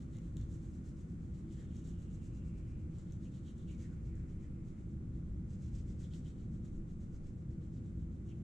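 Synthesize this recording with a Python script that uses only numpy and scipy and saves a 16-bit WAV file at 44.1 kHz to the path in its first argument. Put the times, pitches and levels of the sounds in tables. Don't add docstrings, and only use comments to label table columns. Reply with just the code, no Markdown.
import sys
import numpy as np
from scipy import signal
from scipy.fft import rfft, irfft, next_fast_len
from scipy.io import wavfile

SR = 44100
rng = np.random.default_rng(int(sys.argv[2]) if len(sys.argv) > 2 else 0)


def inscribe(sig):
    pcm = np.round(np.clip(np.atleast_2d(sig).T, -1, 1) * 32767)
    wavfile.write(sys.argv[1], SR, pcm.astype(np.int16))


N = 371763
TIME = np.arange(N) / SR
BINS_HZ = np.fft.rfftfreq(N, 1 / SR)

# pitch_hz, level_db
RUMBLE_TONE = [(5, -21), (22, -5), (31, -8), (40, -4), (60, -0.5), (100, -1), (190, -2.5), (270, -14),
               (340, -15.5), (400, -23), (445, -30.5), (510, -28), (620, -39.5), (1000, -51), (1300, -79)]
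RUMBLE_SIDE_TONE = [(5, -18.5), (22, 1), (60, -3), (110, -11), (180, -8.5), (330, -15.5), (480, -20),
                    (620, -25.5), (930, -29.5), (1300, -63.5)]
AIR_TONE = [(500, -23.5), (800, 3), (930, -3.5), (1050, 2), (1450, 2.5), (1650, -2.5), (2100, -2),
            (2600, -7.5), (4800, -14.5), (6000, -12.5), (7800, -10.5), (8700, -18), (10200, -19.5),
            (11500, -43)]
AIR_SIDE_TONE = [(500, -24.5), (900, -7), (1050, 1.5), (1450, -2.5), (2100, -8.5), (2900, -17.5),
                 (4800, -25), (6000, -15.5), (7800, -14.5), (8700, -19.5), (10200, -22), (11500, -45)]
# pitch_hz, width_hz, boost_db
STANDING_WAVES = [(55, 9.1, 4.5), (75.8, 9.2, 4), (125.5, 24, 0.5), (145.5, 8.1, -3.5), (163.6, 12, 3.5),
                  (226.6, 13, 3), (243.5, 11.5, -5.5), (255, 13, 7), (268, 13, -6.5), (289.7, 30, 3),
                  (328.2, 17.1, 6.5), (480, 23, 5)]
# time_s, level_db
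RUMBLE_SWELL = [(0, -49.5), (.4, -41), (.6, -49), (1.9, -47.5), (2.5, -44.5), (3.45, -50.5), (4.15, -41),
                (4.75, -52), (4.93, -43), (5.23, -42.5), (5.4, -46), (5.7, -44), (6.35, -47.5),
                (6.6, -43.5), (6.8, -47.5), (7.87, -48.5), (8, -43), (8.43, -47.5)]
# middle_s, length_s, level_db
PRESSURE_HEAVES = [(4.5, 0.4, -50.5), (6.2, 0.044, -52), (6.76, 0.099, -45), (7.149, 0.4, -48.5)]
# pitch_hz, level_db
FAN_TONES = [(599.5, -83.8), (720, -91.5), (814.5, -92.3), (1441, -98)]
# pitch_hz, fade_s
ECHO_TIMES = [(500, 0.43), (3000, 0.49), (7000, .38), (14000, .22)]
# start_s, end_s, level_db
HISS_TIMES = [(1.482, 2.887, -82), (3.85, 4.87, -86.5), (5.5, 6.8, -91)]
# start_s, level_db, pitch_hz
SKIN_SMACKS = [(0.1695, -54, 6750), (0.186, -54, 6470), (0.369, -45.5, 6800), (0.412, -59, 6400),
               (1.7664, -55.5, 5830), (2.985, -60, 7460), (3.1226, -52, 6400), (4.155, -63, 7200),
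               (4.685, -66, 6500), (6.137, -50, 3200), (6.651, -64, 6400)]
# pitch_ratio, width_hz, level_db, loss_db_per_db
POCKET_RINGS = [(.52, 2400, -7.5, 0.5), (1, 1500, 0.5, 0.5), (1.95, 2000, -24, .9)]
# middle_s, length_s, pitch_hz, level_db
PALM_SQUISHES = [(0.167, 0.037, 2080, -77), (0.41, .012, 1850, -74), (1.605, 0.042, 1780, -72.5),
                 (3.265, 0.017, 2730, -73.5), (3.486, 0.028, 3150, -73), (3.614, .035, 3400, -78),
                 (3.695, 0.023, 2950, -68.5), (3.727, 0.04, 2410, -75), (3.804, 0.013, 2250, -74),
                 (3.846, .035, 1950, -72), (3.929, 0.037, 1540, -78), (4.159, 0.11, 1850, -78),
                 (4.445, .05, 1990, -79), (4.774, .035, 2000, -78), (6.047, 0.024, 3600, -73),
                 (6.132, 0.026, 3220, -72), (6.27, 0.021, 3200, -73), (8.307, 0.029, 2730, -71.5)]
# pitch_hz, level_db
SWISH_TONE = [(600, -17), (1500, -5), (3000, -9), (5000, -6.5), (6300, 0), (7700, 0), (8800, -11.5),
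              (10700, -16), (11500, -21), (13300, -27.5), (15500, -42)]
PALM_TONE = [(500, -19.5), (1300, -5), (2300, -4.5), (3300, 2.5), (4200, 0.5), (5200, -9), (8000, -33)]
# first_stroke_s, last_stroke_s, slide_length_s, first_swish_db, last_swish_db, palm_above_swish_db
HAND_GRIPS = [(.005, 0.143, 0.038, -75, -75, 0.5), (.25, 0.408, .055, -81, -77.5, 3),
              (0.533, 0.75, 0.052, -75.5, -80, -3), (0.879, 1.114, .046, -74.5, -81.5, -5),
              (1.251, 1.37, 0.062, -83.5, -78, -2.5), (1.535, 1.605, .055, -76, -76, 0.5),
              (1.756, 1.882, 0.058, -74.5, -71.5, -3.5), (2.022, 2.256, 0.048, -75.5, -76, -9),
              (2.358, 2.81, 0.041, -77, -84, -9), (2.985, 3.105, 0.067, -78, -81, 0.5),
              (3.244, 3.476, 0.048, -77, -75, 2), (3.603, 3.828, 0.05, -77, -71.5, -2),
              (3.935, 4.436, 0.048, -81.5, -79.5, -5), (4.68, 4.91, .048, -81, -85.5, -2),
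              (5.166, 5.38, .05, -86, -92, 1), (5.53, 5.77, 0.055, -75.5, -71.5, -3),
              (5.903, 6.154, 0.052, -73.5, -70.5, -8), (6.279, 6.544, 0.054, -75, -81.5, -0.5),
              (6.661, 6.751, .036, -74, -79.5, -8), (6.907, 7.272, .045, -79.5, -77.5, -3),
              (7.402, 7.759, 0.048, -87, -78.5, -2), (7.867, 8.145, 0.049, -81.5, -84.5, -1),
              (8.29, 8.382, 0.043, -76, -84.5, -13)]


def gain_of(db):
    return 10 ** (np.asarray(db) / 20)


def unit_level(x):
    return x / np.sqrt(np.mean(x ** 2) + 1e-30)


def look_up(table, hz=BINS_HZ):
    table_hz, values = np.transpose(table)
    return np.interp(np.log(hz + 1), np.log(table_hz + 1), values)


def with_tone(x, tone_db):
    size = next_fast_len(N)
    gain = np.interp(np.fft.rfftfreq(size, 1 / SR), BINS_HZ, gain_of(tone_db))
    return unit_level(irfft(rfft(x, size) * gain, size)[:N])


def noise(tone_db):
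    return with_tone(rng.standard_normal(N), tone_db)


def wander(per_s):
    return unit_level(np.interp(TIME * per_s, np.arange(9999), rng.standard_normal(9999)))


def resonate(x, hz, width_hz):
    spin = np.exp(2j * np.pi * np.cumsum(hz * np.ones(len(x))) / SR)
    decay = np.exp(-np.pi * width_hz / SR)
    return (spin * signal.lfilter([(1 - decay) ** 2], [1, -2 * decay, decay ** 2], x / spin)).real


def bump(offset, width):
    return 2 ** -np.minimum((2 * offset / width) ** 2, 100)


def add(mix, start_s, sound):
    part = mix[max(round(start_s * SR), 0):][:len(sound)]
    part += sound[:len(part)]


def duct_rumble(level_db=-44, flutter_db=1.24, deep_below_hz=140):
    waves_db = sum(db * bump(BINS_HZ - hz, width) for hz, width, db in STANDING_WAVES)
    steady = gain_of(level_db) * noise(look_up(RUMBLE_TONE) + waves_db)
    deep = signal.sosfiltfilt(signal.butter(2, deep_below_hz, fs=SR, output="sos"), steady)
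    swell_db = np.interp(TIME, *np.transpose(RUMBLE_SWELL)) + flutter_db * wander(per_s=6.3)
    heave_power = sum(gain_of(db) ** 2 * bump(TIME - s, length) for s, length, db in PRESSURE_HEAVES)
    heave = unit_level(resonate(rng.standard_normal(N), hz=22, width_hz=14)) * np.sqrt(heave_power)
    return steady + deep * (gain_of(swell_db - swell_db.mean()) - 1) + heave


def ventilation(rumble_side_db=-61, air_db=-78.5, air_side_db=-77, hum_trim_db=-0.86):
    ease_db_per_s, drift_hz = 0.28, 1.4
    easing = gain_of(ease_db_per_s * (TIME.mean() - TIME))
    middle = duct_rumble() + gain_of(air_db) * easing * noise(look_up(AIR_TONE))
    for hz, db in FAN_TONES:
        cycles = np.cumsum(hz + drift_hz * wander(per_s=11)) / SR
        middle += gain_of(db + hum_trim_db) * unit_level(np.sin(2 * np.pi * cycles))
    side = gain_of(rumble_side_db) * noise(look_up(RUMBLE_SIDE_TONE))
    side += gain_of(air_side_db) * easing * noise(look_up(AIR_SIDE_TONE))
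    return np.array([middle + side, middle - side])


def room_echoes(x, early_db, tail_db=-7, early_fade_s=0.014):
    size = SR // 2
    bounces = rng.choice([-1., 1.], (2, size)) * (rng.random((2, size)) < .06)
    bounces[:, :SR // 500] = 0
    early = bounces[:, ::-1] * np.exp(-np.arange(size) / SR / early_fade_s)
    hz, t, bands = signal.stft(bounces, SR, nperseg=256)
    fading = gain_of(-60 * t / look_up(ECHO_TIMES, hz)[:, None])
    tail = signal.istft(bands * fading, SR, nperseg=256)[1][:, :size]
    echoes = (gain_of(early_db) * unit_level(early) + gain_of(tail_db) * unit_level(tail)) / np.sqrt(size)
    return signal.fftconvolve(x[None], echoes, axes=1)[:, :N]


def shifting_echoes(x, shifts_per_s=1.259, count=3):
    blends = [np.cos(np.pi * (shifts_per_s * TIME + k / count)) for k in range(count)]
    return sum(room_echoes(x * blend * np.sqrt(2 / count), early_db=-3) for blend in blends)


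def sinking_hiss(from_hz=3400, to_hz=2250, halfway_s=2.13, glide_s=0.37, fade_s=0.16):
    hz = to_hz + (from_hz - to_hz) / (1 + np.exp((TIME - halfway_s) / glide_s))
    level = sum(gain_of(db) * np.clip(.5 + np.minimum(TIME - start, end - TIME) / fade_s, 0, 1)
                for start, end, db in HISS_TIMES)
    return unit_level(resonate(rng.standard_normal(N), hz, width_hz=820)) * level


def smacks(crackle_s=0.00065, crackle_share=0.19):
    out = np.zeros(N)
    t = np.arange(SR // 50) / SR
    hardest_db = max(db for _, db, _ in SKIN_SMACKS)
    for start_s, db, hz in SKIN_SMACKS:
        click = (t == 0) + crackle_share * rng.standard_normal(len(t)) * np.exp(-t / crackle_s)
        snap = sum(gain_of(ring_db - loss * (hardest_db - db)) * resonate(click, hz * ratio, width)
                   for ratio, width, ring_db, loss in POCKET_RINGS)
        add(out, start_s, gain_of(db) * snap / abs(snap).max())
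    return out


def squishes(width_share=0.28, sink_per_s=1.2):
    out = np.zeros(N)
    t = np.arange(-SR // 8, SR // 8) / SR
    for middle_s, length_s, hz, db in PALM_SQUISHES:
        sinking_hz = hz * np.exp(-sink_per_s * t)
        ring = unit_level(resonate(rng.standard_normal(len(t)), sinking_hz, hz * width_share))
        add(out, middle_s + t[0], gain_of(db) * ring * np.sqrt(bump(t, length_s)))
    return out


def strokes(per_s=8.4):
    rows = []
    for first_s, last_s, length_s, first_db, last_db, palm_db in HAND_GRIPS:
        count = round((last_s - first_s) * per_s) + 1
        first, last = (first_s, length_s, first_db, palm_db), (last_s, length_s, last_db, palm_db)
        rows.extend(np.linspace(first, last, count))
    return rows


def wet_friction(tone, pops_per_s, pop_share, spread_db):
    sizes = gain_of(spread_db * np.minimum(rng.exponential(1, N), 4)) * rng.choice([-1, 1], N)
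    pops = sizes * (rng.random(N) < pops_per_s / SR)
    return with_tone(rng.standard_normal(N) + pop_share * unit_level(pops), look_up(tone))


def rubbing(swish_db=1, palm_db=-3, uneven_db=1.8, fizz_fade_db_per_s=0.75, fizz_above_hz=7500):
    t = TIME[::64]
    slides = [(gain_of(db) ** 2 * bump(t - s, length), above_db) for s, length, db, above_db in strokes()]
    swish_power = sum(power for power, _ in slides)
    palm_power = sum(power * gain_of(above_db) ** 2 for power, above_db in slides)
    swish = wet_friction(SWISH_TONE, pops_per_s=1600, pop_share=0.55, spread_db=2.5)
    palm = wet_friction(PALM_TONE, pops_per_s=900, pop_share=0.68, spread_db=6)
    fizz = signal.sosfiltfilt(signal.butter(2, fizz_above_hz, "high", fs=SR, output="sos"), swish)
    swish += fizz * (gain_of(fizz_fade_db_per_s * (TIME.mean() - TIME)) - 1)
    swish *= gain_of(swish_db + uneven_db * wander(per_s=110))
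    palm *= gain_of(palm_db + uneven_db * wander(per_s=120))
    return swish * np.interp(TIME, t, np.sqrt(swish_power)) + palm * np.interp(TIME, t, np.sqrt(palm_power))


def scene(lean_right_db=0.25):
    soft_sounds = gain_of(-2.5) * (rubbing() + squishes() + sinking_hiss())
    snaps = smacks()
    snap_echoes = room_echoes(snaps, early_db=-3.5)
    hands = soft_sounds + shifting_echoes(soft_sounds) + snaps + snap_echoes
    return hands * gain_of([[-lean_right_db], [lean_right_db]]) + ventilation()


def record(dry, top_hz=15400, fade_s=0.004):
    fade = np.minimum(np.minimum(TIME, TIME[-1] - TIME) / fade_s, 1)
    treble_cut = signal.firwin(255, top_hz, window=("kaiser", 8), fs=SR)
    return signal.oaconvolve(dry * fade, treble_cut[None], "same")


dry = scene()
out = record(dry)
inscribe(out)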